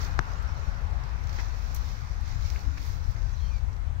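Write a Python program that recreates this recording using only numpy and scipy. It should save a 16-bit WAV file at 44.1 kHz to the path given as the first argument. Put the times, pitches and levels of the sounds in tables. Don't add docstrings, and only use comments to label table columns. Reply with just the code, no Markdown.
import sys
import numpy as np
from scipy import signal
from scipy.fft import rfft, irfft, next_fast_len
from scipy.io import wavfile
from scipy.ndimage import uniform_filter1d, map_coordinates

SR = 44100
rng = np.random.default_rng(int(sys.argv[2]) if len(sys.argv) > 2 else 0)


def dump_mix(stems):
    frames = np.atleast_2d(stems).T
    limited = np.clip(frames, -1, 1)
    pcm = np.round(limited * 32767).astype(np.int16)
    wavfile.write(sys.argv[1], SR, pcm)


N = 176400


def amp(db):
    return 10 ** (np.asarray(db) / 20)


def unit(x):
    return x / np.sqrt(np.mean(x ** 2) + 1e-20)


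def clock():
    return np.arange(N) / SR


def along(points, hz):
    freqs, values = np.transpose(points)
    return np.interp(np.log(hz + 1), np.log(freqs + 1), values)


def curve(points):
    return np.interp(clock(), *np.transpose(points))


def wobble(rate):
    return map_coordinates(rng.standard_normal(4096), [clock() * rate], mode="mirror")


def filtered(x, response):
    size = next_fast_len(N + SR // 2)
    return irfft(rfft(x, size) * response(np.fft.rfftfreq(size, 1 / SR)), size)[..., :N]


def coloured(x, eq):
    return unit(filtered(x, lambda hz: amp(along(eq, hz))))


def patchy(x, depth_db):
    frames = signal.stft(x, nperseg=1024)[2]
    patches = uniform_filter1d(rng.standard_normal(frames.shape[1:]), size=5, axis=0)
    patches = uniform_filter1d(patches, size=9, axis=1)
    return unit(signal.istft(frames * amp(depth_db * unit(patches)), nperseg=1024)[1][:, :N])


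def strike(start_s, t60_s, attack_s):
    age = np.maximum(clock() - start_s, 0)
    return (1 - np.exp(-age / attack_s)) * np.exp(-np.log(1000) * age / t60_s)


# time_s, level_db
WIND_RIDE = [(0, -33.5), (.7, -35), (1.25, -35), (1.4, -35), (2.1, -36), (2.4, -31), (2.62, -35),
             (2.78, -36.5), (3.1, -34.5), (3.25, -33.5), (3.5, -31.5), (3.8, -35), (4, -32)]
# centre_s, rise_db
WIND_PUFFS = [(0.032, 1.5), (.195, 12.5), (.515, 5), (.69, 9.5), (0.85, 6), (.928, 6), (1.03, 8.5),
              (1.25, 7), (1.8, 3), (2.038, 7), (2.108, 9.5), (2.355, 9.5), (2.46, 6.5), (2.53, 4.5),
              (2.585, 6), (2.678, 13), (2.9, 5), (3.088, 11), (3.43, 1), (3.88, 2)]
# freq_hz, gain_db
EXPOSED_EQ = [(18, -12), (28, -14), (40, 2), (65, 0.5), (100, -7), (140, -19), (200, -40.5), (400, -54),
              (1500, -100)]
# freq_hz, gain_db
SHELTERED_EQ = [(20, -16), (40, -12), (65, 3.5), (100, -2.5), (150, -16.5), (220, -19), (500, -43),
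                (1500, -90)]
WIND_BOOST_DB, SHELTERED_DB, PUFF_WIDTH_S = 7.5, -47, 0.014

def wind():
    puffs_db = sum(db * np.exp(-((clock() - s) / PUFF_WIDTH_S) ** 2) for s, db in WIND_PUFFS)
    left_db = curve(WIND_RIDE) + puffs_db + WIND_BOOST_DB + 0.63 * wobble(12)
    left = amp(left_db) * coloured(rng.standard_normal(N), EXPOSED_EQ)
    right = amp(SHELTERED_DB + 1.7 * wobble(3.8)) * coloured(rng.standard_normal(N), SHELTERED_EQ)
    return np.array([left, right])


# freq_hz, left_right_correlation
AIR_IMAGE = [(100, 1), (290, 1), (640, 0.35), (1400, -0.46), (3000, 0.067)]

def air(eq):
    def mid_side_gains(hz):
        angle = np.arccos(along(AIR_IMAGE, hz)) / 2
        return np.array([np.cos(angle), np.sin(angle)])

    mid, side = filtered(rng.standard_normal((2, N)), mid_side_gains)
    return coloured(np.array([mid + side, mid - side]), eq)


# time_s, level_db
WASH_RIDE = [(0, -43), (.45, -44.5), (1.1, -45), (1.8, -47), (2.4, -48), (3, -49), (4, -50.5)]
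# freq_hz, gain_db
WASH_EQ = [(100, 3.5), (200, 0), (330, -11.5), (500, -5), (680, -3.5), (850, 0), (1050, -0.5), (1450, -1),
           (2000, -7), (2500, -11.5), (2900, -17), (3700, -18.5), (5000, -24.5), (7000, -35.5),
           (10000, -65)]
# time_s, level_db
HISS_RIDE = [(0, -45.5), (.15, -49.5), (.4, -50.5), (.58, -51.5), (.7, -67), (1.2, -69), (4, -85)]
# freq_hz, gain_db
HISS_EQ = [(100, -45), (500, -36), (700, -5.5), (900, 0), (1120, 1), (1400, 3), (1700, -10), (2300, -31),
           (7000, -60)]
# freq_hz, gain_db
BED_EQ = [(60, 3), (160, -3), (280, -10), (400, -13.5), (1500, -33), (3000, -31.5), (5000, -34),
          (7000, -30), (9000, -39), (15500, -44)]
BED_DB = -52

def outdoors():
    wash = amp(curve(WASH_RIDE) + 0.29 * wobble(16)) * patchy(air(WASH_EQ), depth_db=1.46)
    hiss = amp(curve(HISS_RIDE)) * patchy(air(HISS_EQ), depth_db=4.5)
    bed = amp(BED_DB) * patchy(air(BED_EQ), depth_db=2.0)
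    return wash + hiss + bed


def near(pair, mid_share=0.56, lag_s=0.00039):
    mid = np.sqrt(mid_share) * pair[0]
    side = np.sqrt(1 - mid_share) * pair[1]
    stereo = np.array([mid + side, mid - side])
    return filtered(stereo, lambda hz: np.exp(-1j * np.pi * lag_s * np.outer([1, -1], hz)))


def blades(eq, flicks_per_s=2500, spread_db=2.5):
    strength = amp(spread_db * np.minimum(rng.exponential(size=N), 5))
    flicks = (rng.random(N) < flicks_per_s / SR) * strength * rng.standard_normal((2, N))
    rubbing = rng.standard_normal((2, N))
    return coloured(near(unit(flicks) + rubbing), eq)


# time_s, level_db
SLITHER_RIDE = [(0, -57.5), (.5, -60.5), (1.1, -64.5), (1.5, -59), (2.1, -60.5), (2.7, -58), (3.1, -59),
                (3.48, -59), (3.7, -68), (4, -80)]
# freq_hz, gain_db
GRASS_EQ = [(800, -37), (2000, 2.5), (3000, -2.5), (4200, 2.5), (5800, 1), (7000, -2.5), (8000, -20),
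            (9000, -24.5), (12000, -18), (15500, -17)]

def snake():
    return amp(curve(SLITHER_RIDE) + 1.1 * wobble(16)) * patchy(blades(GRASS_EQ), depth_db=2.5)


# centre_s, half_width_s, swish_db, crisp_db, press_db
FOOTFALLS = [(.02, 0.051, -49, -60.5, -47), (1.395, 0.071, -51, -78.5, -54), (1.68, 0.11, -56, -71.5, -81),
             (1.87, 0.068, -55, -67, -64), (2.31, 0.048, -53.5, -75, -54), (2.46, 0.051, -52, -71, -61),
             (2.56, 0.064, -55.5, -64.5, -55), (2.87, 0.063, -55, -61, -57), (3.1, 0.028, -65, -72, -64)]
# freq_hz, gain_db
CRISP_EQ = [(3000, -25), (6000, 3), (7200, -1), (9000, -7.5), (11000, -2), (13000, -2), (15500, -0.5)]
# freq_hz, gain_db
TURF_EQ = [(120, -13), (350, 5), (600, -0.5), (1200, 0.5), (2100, 3.5), (3000, -12.5), (6000, -17),
           (10000, -53)]

def footsteps():
    out = np.zeros((2, N))
    for layer, eq in enumerate([GRASS_EQ, CRISP_EQ, TURF_EQ]):
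        power = sum(amp(levels_db[layer]) ** 2 * np.exp(-((clock() - centre_s) / width_s) ** 2)
                    for centre_s, width_s, *levels_db in FOOTFALLS)
        out += np.sqrt(power) * amp(wobble(60)) * patchy(blades(eq), depth_db=1.5)
    return out


def bursts(cues, eq, attack_s):
    envelope = sum(amp(db) * strike(start_s, t60_s, attack_s) for start_s, db, t60_s in cues)
    return envelope * coloured(rng.standard_normal((2, N)), eq)


# start_s, level_db, t60_s
STALK_SNAPS = [(.048, -39, 0.016), (1.037, -47, .015), (1.238, -47, .015), (1.271, -44.5, 0.019),
               (1.293, -43, 0.022), (1.328, -44, 0.017), (1.747, -49, .04), (1.763, -44.5, 0.059),
               (2.114, -52, .012), (2.277, -46, 0.019), (2.501, -36, .014), (2.777, -46.5, 0.034),
               (3.73, -50.5, 0.015), (3.765, -53, 0.017)]

def stalks():
    return bursts(STALK_SNAPS, GRASS_EQ, attack_s=0.00033)


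# delay_s, pitch_hz, left_db, right_db, t60_s
BODY_MODES = [(0, 7000, -42, -28, .003), (0.0028, 5670, -27, -16, 0.0026), (0, 4360, -41, -15, 0.0019),
              (0.0024, 3400, -43, -25.5, 0.0038), (0.0018, 1446, -0.5, -32, 0.0035),
              (0.00047, 760, -14.5, -47, 0.0093), (0.0019, 333, -23.5, -44, 0.019),
              (0.0017, 151, -23, -48, 0.036)]

def camera_tap(tap_s=0.1897, attack_s=0.00054):
    out = np.zeros((2, N))
    for delay_s, hz, left_db, right_db, t60_s in BODY_MODES:
        start_s = tap_s + delay_s
        ring = 2 * strike(start_s, t60_s, attack_s) * np.sin(2 * np.pi * hz * (clock() - start_s))
        out += amp([[left_db], [right_db]]) * ring
    return out


def whistle(start_s, length_s, hz):
    progress = np.clip((clock() - start_s) / length_s, 0, 1)
    swell = np.sqrt(np.abs(np.sin(np.pi * progress)))
    return np.sqrt(2) * swell * np.sin(2 * np.pi * np.cumsum(hz) / SR)


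# start_s, length_s, start_hz, end_hz, level_db
BIRD_CHIRPS = [(.22, 0.2, 4340, 7800, -67.5), (0.468, 0.062, 5700, 5350, -62.5),
               (0.598, 0.19, 6000, 4620, -71), (2.314, .06, 6000, 7600, -69),
               (3.315, 0.045, 6700, 5700, -63.5), (3.364, 0.047, 4400, 3290, -63),
               (3.395, 0.12, 4100, 4500, -61.5), (3.387, .13, 3340, 3060, -64.5),
               (3.524, 0.075, 4850, 4380, -64), (3.496, 0.1, 2550, 2220, -58)]

def birds(rasp_depth=0.02):
    out = np.zeros(N)
    for start_s, length_s, start_hz, end_hz, db in BIRD_CHIRPS:
        glide_hz = curve([(start_s, start_hz), (start_s + length_s, end_hz)])
        hz = glide_hz * (1 + rasp_depth * wobble(500))
        out += amp(db + 2 * wobble(90)) * whistle(start_s, length_s, hz)
    return out


# start_s, level_db, t60_s
LEAF_CRACKLES = [(.423, -60, .05), (1.746, -36.5, .03), (1.758, -46, 0.089), (2.21, -57, .03),
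                 (3.11, -58, .04)]

def leaves():
    return bursts(LEAF_CRACKLES, CRISP_EQ, attack_s=0.0005) * amp([[1], [-3]])


# start_s, level_db, t60_s
TURF_CRUNCHES = [(1.385, -31.5, 0.052), (1.396, -36, 0.044), (2.772, -39.5, 0.066), (3.158, -44.5, .08)]

def turf():
    return bursts(TURF_CRUNCHES, TURF_EQ, attack_s=0.0015)


# start_s, pitch_hz, level_db, t60_s
TWIG_CRACKS = [(2.56, 2114, -31.5, 0.016), (2.78, 2244, -33, 0.014)]

def twigs(attack_s=0.0006, roughness_rad=1.1):
    out = np.zeros(N)
    for start_s, hz, db, t60_s in TWIG_CRACKS:
        phase = 2 * np.pi * hz * clock() + roughness_rad * wobble(900)
        out += amp(db) * strike(start_s, t60_s, attack_s) * np.sin(phase)
    return out * amp([[2.5], [-3]])


def hoot(start_s=2.62, length_s=0.24, pitch_hz=276, level_db=-54):
    lift = curve([(start_s + length_s / 2, 0), (start_s + length_s, 0.08)])
    hz = pitch_hz * (1 + lift + 0.022 * wobble(60))
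    return whistle(start_s, length_s, hz) * amp(level_db + 3.8 * wobble(39.14))


# freq_hz, left_minus_right_db
PORT_BALANCE = [(200, 0.5), (550, 2.5), (1000, 0.5), (1400, 1.5), (2000, 1), (2600, 5.5), (3100, -1),
                (4200, -8.5), (5000, -9.5), (5800, -14.5), (6400, -11), (7000, 3.5), (7700, 10),
                (9000, 1.5), (11000, 8.5), (13000, 13.5), (15500, 17)]

def scene():
    airborne = outdoors() + snake() + footsteps() + stalks() + birds()
    airborne += leaves() + turf() + twigs() + hoot()
    at_ports = filtered(airborne, lambda hz: amp(np.outer([0.5, -0.5], along(PORT_BALANCE, hz))))
    return at_ports + wind() + camera_tap()


BAND_LIMIT_HZ = 15750

def record(dry):
    return filtered(dry, lambda hz: hz < BAND_LIMIT_HZ)


dry = scene()
out = record(dry)
dump_mix(out)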